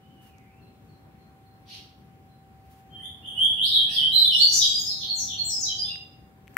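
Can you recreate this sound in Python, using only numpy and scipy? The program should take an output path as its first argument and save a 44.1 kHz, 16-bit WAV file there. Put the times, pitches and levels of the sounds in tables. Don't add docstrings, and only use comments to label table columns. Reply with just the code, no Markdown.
import sys
import numpy as np
from scipy import signal
from scipy.fft import rfft, irfft, next_fast_len
from scipy.io import wavfile
from scipy.ndimage import uniform_filter1d, map_coordinates

SR = 44100
rng = np.random.default_rng(int(sys.argv[2]) if len(sys.argv) > 2 else 0)


def store_pcm(level_fs):
    pcm = np.round(np.clip(level_fs, -1, 1) * 32767).astype(np.int16)
    wavfile.write(sys.argv[1], SR, np.atleast_2d(pcm).T)


N = 289737

# pitch_hz, relative level_db
BACKGROUND_COLOUR = [(36, -30.5), (62, -2.5), (100, 0), (165, -2), (300, -10), (600, -19), (1500, -23.5),
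                     (2600, -28.5), (4100, -35.5), (6500, -40.5), (12000, -39), (15700, -34.5)]
BACKGROUND_DB = -54.5
# pitch_hz, rms level_db before the waver, waver_db
HUM_LINES = [(386.5, -74, 2), (773, -63, 2.5)]
# pitch_hz, correlation (-1 to 1)
LEFT_RIGHT_LIKENESS = [(150, 1), (300, .62), (700, 0.44), (1400, -0.25)]
# pitch_hz, left_over_right_db
BACKGROUND_BALANCE = [(60, 1.5), (300, 3), (750, -1.5), (1400, 1), (4000, 0.5)]
# start_s, level_db, knock pitch_hz
FINGER_TICKS = [(0.384, -36, 6200), (5.957, -31, 2100), (6.473, -36.5, 2480), (6.479, -26, 2270),
                (6.538, -45.5, 2200), (6.5445, -37, 8000), (6.5685, -2.5, 1750)]
# centre_s, spread_s, level_db before the flutter
SOFT_RUSTLES = [(0.264, 0.049, -62), (2.75, 0.1, -64.5)]
# pitch_hz, relative level_db
RUSTLE_COLOUR = [(1500, -7), (4000, -12), (8000, -15), (15700, -10.5)]

# time_s, pitch_hz, level_db
FAR_WHISTLE = [(.005, 2894, -73), (.11, 3110, -77), (.25, 2830, -74), (.4, 1987, -76.5), (.6, 2840, -75)]
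# start_s, top pitch_hz, loudest level_db
FAR_CHIRPS = [(.6, 4190, -75), (.87, 4280, -74.5), (1.17, 4260, -75.5), (1.441, 4210, -75.5),
              (2.27, 4135, -76)]
# start_s, length_s, first_hz, last_hz, loudest level_db
FAR_RISES = [(2.947, .12, 1727, 2220, -68.5), (3.437, 0.073, 4320, 4820, -71.5),
             (3.867, 0.16, 1670, 2185, -61.5)]
CHIRP_S, CHIRP_SAG_HZ = 0.073, 218
CHIRP_LOUDEST = 0.1
CHIRP_SLOPE_DB_PER_S, RISE_SINK_DB_PER_S = 105, 68

# pitch_hz, left_over_right_db
CAGE_BALANCE = [(2400, -2), (5000, -1), (8500, 11.5), (15000, 0)]
# pitch_hz, t60_s
ROOM_DECAY = [(3000, 0.57), (6000, 0.5), (12000, 0.46)]

# time_s, level_db
CALL_LEVEL = [(1.655, -61), (1.685, -45.5), (1.738, -43), (1.77, -64)]
# pitch_hz, relative level_db
RASP_COLOUR = [(710, -58), (1200, -25), (1900, -11), (2800, 5), (4300, 8.5), (5900, -0.5), (7200, -19),
               (11900, -14.5), (15600, -28)]
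# start_s, length_s, first_hz, middle_hz, last_hz, loudest level_db,
# loudest point (share 0-1 of the length), buzz depth_hz, overtone boost_db
SONG_NOTES = [ (2.893, 0.12, 3150, 3150, 3050, -42.5, 0.5, 32, -5.5),
              (2.978, 0.087, 2977, 3190, 3730, -36, 0.83, 1, 10),
              (3.217, 0.042, 2804, 2980, 3530, -41, .8, 56, -4),
              (3.242, 0.054, 3434, 3350, 2700, -35, 0.66, 27, 8.5),
              (3.338, .12, 2842, 3132, 3554, -17.5, 0.69, 5, 1.5),
              (3.561, 0.069, 2772, 3107, 3535, -18, 1, 40, -4),
              (3.613, 0.065, 3340, 4134, 5740, -19, 0, 99, 9),
              (3.69, 0.089, 4430, 3902, 3244, -24, 0.54, 100, 6),
              (3.709, 0.043, 3530, 3775, 3930, -13, 0, 36, -4),
              (3.738, 0.076, 3480, 3230, 3090, -16.5, 0.1, 7.2, -3),
              (3.875, 0.059, 2776, 2873, 2700, -35.5, 0, 180, 11),
              (3.878, 0.082, 5270, 4863, 4070, -27, 1, 670, 12.5),
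              (3.95, 0.045, 3670, 3247, 3020, -16.5, 0.1, 69, -1.5),
              (3.996, 0.063, 3003, 3033, 3330, -15.5, 1, 1.2, -5.5),
              (4.106, 0.071, 3497, 4080, 3920, -17, 0.5, 50, 5.5),
              (4.169, 0.067, 3870, 3992, 4060, -16.5, 0.35, 0.98, 4),
              (4.156, 0.046, 4620, 4700, 5100, -34, 0.5, 140, -2.3),
              (4.232, 0.046, 3587, 3585, 3590, -20.5, 0.4, 128, 3.8),
              (4.28, 0.084, 3522, 2950, 2965, -21.5, 0.54, 11.4, -3),
              (4.311, 0.05, 4680, 5200, 5720, -31, 0.5, 380, 3),
              (4.326, 0.051, 3280, 3500, 3850, -18, 0.98, 60, 2),
              (4.373, 0.074, 3810, 4432, 4656, -14, 0.56, 40, -2),
              (4.359, 0.054, 8530, 7630, 7000, -37, .95, 220, 7),
              (4.455, 0.12, 5650, 5710, 5440, -23.5, 0.68, 300, 5.5),
              (4.516, 0.028, 7400, 6690, 6470, -19, 0.1, 400, 0),
              (4.545, 0.026, 6160, 5770, 5790, -14.5, 0.3, 330, -3.7),
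              (4.514, 0.033, 9470, 8240, 7000, -38, 0.2, 62, 0),
              (4.577, 0.081, 5025, 4860, 4680, -22.5, 0.5, 150, -0.2),
              (4.592, 0.043, 3725, 3815, 3840, -17, 0.4, 60, -7),
              (4.607, 0.044, 3490, 3373, 3210, -19.5, 0.12, 121, -11),
              (4.659, 0.03, 7380, 7390, 7170, -33, 0, 210, 0.5),
              (4.728, 0.04, 4910, 4874, 4810, -19, 0.94, 58, -1.5),
              (4.778, 0.026, 7790, 6840, 6000, -27, 0.99, 400, 6.5),
              (4.842, 0.045, 5590, 5190, 4960, -23, 0.9, 170, -3.5),
              (4.885, 0.051, 4850, 3990, 3450, -32, 0.2, 44, 5.2),
              (4.966, 0.041, 6420, 6100, 5720, -43.5, .6, 300, -3),
              (4.999, 0.064, 3966, 3720, 3640, -29.5, 0.19, 500, -5),
              (5.07, 0.051, 4474, 4310, 4280, -26, 0.53, 86, -4.5),
              (5.137, 0.097, 8120, 6210, 5290, -28.5, 0.55, 250, -1.5),
              (5.267, 0.089, 3674, 3388, 2990, -32.5, 0.3, 250, -22),
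              (5.368, 0.063, 4460, 4230, 4276, -27, 0.22, 16, -5.5),
              (5.433, 0.066, 6860, 7605, 6780, -31.5, 0.26, 320, 0),
              (5.482, 0.034, 6440, 5620, 5300, -28, 0.4, 180, -2.8),
              (5.502, 0.066, 5316, 5160, 4990, -23.5, 0, 30, -12),
              (5.582, 0.064, 7430, 6285, 4410, -23, 0.96, 220, -7),
              (5.647, 0.025, 3713, 4000, 4090, -23.5, 0.71, 120, -3),
              (5.672, 0.067, 3584, 3067, 3325, -32.5, 0.34, 1.2, -27),
              (5.767, 0.15, 4748, 4995, 4850, -26.5, 0.18, 44, -4.5),
              (5.827, 0.071, 3595, 3596, 4280, -35, 0.31, 49, 2),
              (5.86, 0.1, 2663, 2798, 2800, -39.5, 0.4, 36, -5), ]
# multiple, level_db for a 4 kHz note before the boost, slope_db per octave of pitch
SONG_OVERTONES = [(2, -36, 24), (3, -31, -5.5), (4, -47.5, -20)]
# pitch_hz, relative level_db
BREATH_COLOUR = [(900, -18.5), (2500, 1), (8000, -28), (12000, 3), (15700, -0.5)]
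SWELL_DB_PER_S, SINK_DB_PER_S = 259, 246.5
TOP_HZ = 15760


def amp(db):
    return 10 ** (np.asarray(db) / 20)


def unit(x):
    return x / np.sqrt(np.mean(x ** 2) + 1e-20)


def along(points, hz):
    f, v = np.transpose(points)
    return np.interp(np.log(hz + 1), np.log(f + 1), v)


def wobble(rate):
    knots = rng.standard_normal(int(N * rate / SR) + 4)
    return map_coordinates(knots, [np.arange(N) * rate / SR])


def filtered(x, response):
    m = next_fast_len(N + SR // 2)
    return irfft(rfft(x, m) * response(np.fft.rfftfreq(m, 1 / SR)), m)[..., :N]


def leaning(points):
    return lambda hz: amp(np.outer([.5, -.5], along(points, hz)))


def coloured(spectrum, channels):
    noise = rng.standard_normal((channels, N))
    return unit(filtered(noise, lambda hz: amp(along(spectrum, hz))))


def rumble_and_hiss():
    z = signal.stft(rng.standard_normal((2, N)), nperseg=512)[2]
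    patches = rng.standard_normal(z.shape[1:])
    patches = uniform_filter1d(uniform_filter1d(patches, 8, 0), 20, 1)
    pair = signal.istft(z * amp(1.1 * unit(patches)), nperseg=512)[1][:, :N]

    def mid_side_gains(hz):
        angle = np.arccos(np.clip(along(LEFT_RIGHT_LIKENESS, hz), -1, 1)) / 2
        return amp(along(BACKGROUND_COLOUR, hz)) * [np.cos(angle), np.sin(angle)]

    mid, side = filtered(pair, mid_side_gains)
    return amp(BACKGROUND_DB) * unit(np.array([mid + side, mid - side]))


def hum():
    t = np.arange(N) / SR
    out = np.zeros(N)
    for hz, db, waver_db in HUM_LINES:
        level = np.sqrt(2) * amp(db + waver_db * wobble(3.494))
        out += level * np.sin(2 * np.pi * hz * t + 0.17 * wobble(9.2))
    return out


def background():
    return filtered(rumble_and_hiss() + hum(), leaning(BACKGROUND_BALANCE))


def rustles():
    t = np.arange(N) / SR
    swells = sum(amp(db) * np.exp(-((t - s) / spread) ** 2) for s, spread, db in SOFT_RUSTLES)
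    return swells * amp(1.9 * wobble(60)) * coloured(RUSTLE_COLOUR, channels=2)


def ticks():
    out, t = np.zeros(N + SR), np.arange(400) / SR
    for s, db, hz in FINGER_TICKS:
        knock = np.sin(2 * np.pi * hz * t) * amp(-9 * hz * t)
        crack = 0.12 * amp(-60 * t / 0.007) * rng.standard_normal(len(t))
        attack = np.minimum(hz * t, 1)
        out[round(s * SR):][:len(t)] += amp(db) * attack * (knock + crack)
    return out[:N] * amp([[0], [-10]])


def note(start, length, first_hz, middle_hz, last_hz, db, loudest, swell_db, sink_db):
    u = np.linspace(0, 1, 2 * 10 + 1)
    bend = (2 * middle_hz - first_hz - last_hz) * 2 * u * (1 - u)
    hz = first_hz + (last_hz - first_hz) * u + bend
    late = (u - loudest) * length
    drop_db = np.where(late < 0, -swell_db * late, sink_db * late)
    return list(zip(start + u * length, hz, db - drop_db))


def whistles(notes, overtones, waver, buzz_rate, fade):
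    out, effort = np.zeros(N), np.zeros(N)
    shake = 2 * np.tanh(wobble(buzz_rate) / 2)
    for shape, buzz, rich_db in notes:
        s, *cols = np.transpose(sorted(shape))
        n = np.arange(round(s[0] * SR), round(s[-1] * SR))
        hz, db = [np.interp(n / SR, s, c) for c in cols]
        pitch = hz + (waver * hz + buzz) * shake[n]
        phase = 2 * np.pi * np.cumsum(pitch) / SR
        tone = np.sin(phase)
        for k, overtone_db, slope_db in overtones:
            strength = amp(overtone_db + rich_db + slope_db * np.log2(hz / 4000))
            in_band = k * pitch < SR / 2.1
            tone += strength * in_band * np.sin(k * phase)
        edge = np.clip(np.minimum(n - n[0], n[-1] - n) / (fade * SR), 0, 1)
        level = amp(db) * np.sin(edge * np.pi / 2) ** 2
        out[n] += np.sqrt(2) * level * tone
        effort[n] += level * (0.3 + abs(buzz) / 300)
    return out, effort


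def far_birds():
    shapes = [FAR_WHISTLE]
    for s, hz, db in FAR_CHIRPS:
        shapes.append(note(s, CHIRP_S, hz, hz - CHIRP_SAG_HZ / 4, hz - CHIRP_SAG_HZ, db,
                           CHIRP_LOUDEST, CHIRP_SLOPE_DB_PER_S, CHIRP_SLOPE_DB_PER_S))
    for s, length, first, last, db in FAR_RISES:
        shapes.append(note(s, length, first, (first + last) / 2, last, db, 0, 0, RISE_SINK_DB_PER_S))
    notes = [(shape, 35, 0) for shape in shapes]
    return whistles(notes, [], waver=.013, buzz_rate=90, fade=0.012)[0]


def room(x, direct_db, build_up):
    hz, t, z = signal.stft(rng.standard_normal((2, SR)), SR, nperseg=256)
    decay = amp(-60 * t / along(ROOM_DECAY, hz)[:, None])
    tail = signal.istft(z * decay, SR, nperseg=256)[1]
    tail *= 1 - np.exp(-np.arange(tail.shape[1]) / (build_up * SR))
    tail /= np.linalg.norm(tail[0])
    tail[:, 0] = amp(direct_db)
    echoing = signal.fftconvolve(x[None], tail, axes=1)[:, :N]
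    return filtered(echoing, leaning(CAGE_BALANCE))


def call():
    s, db = np.transpose(CALL_LEVEL)
    level_db = np.interp(np.arange(N) / SR, s, db, left=-np.inf, right=-np.inf)
    return amp(level_db) * coloured(RASP_COLOUR, channels=1)[0]


def song():
    notes = [(note(*shape, SWELL_DB_PER_S, SINK_DB_PER_S), buzz, rich_db)
             for *shape, buzz, rich_db in SONG_NOTES]
    tones, effort = whistles(notes, SONG_OVERTONES, waver=.004, buzz_rate=700, fade=.016)
    breath = effort * amp(-32.0) * coloured(BREATH_COLOUR, channels=1)[0]
    return tones + breath


def scene():
    outside = room(far_birds(), direct_db=7.5, build_up=0.012)[0]
    indoors = room(song() + call() + outside, direct_db=-16.5, build_up=0.006)
    return background() + rustles() + ticks() + indoors


def record(dry):
    power = uniform_filter1d(np.mean(dry ** 2, 0), round(.15 * SR))
    level_db = 10 * np.log10(np.abs(power) + 1e-12)
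    lift_db = 4.8 * np.clip((level_db + 57) / 22, 0, 1)
    return filtered(dry * amp(lift_db), lambda hz: hz < TOP_HZ)


dry = scene()
out = record(dry)
store_pcm(out)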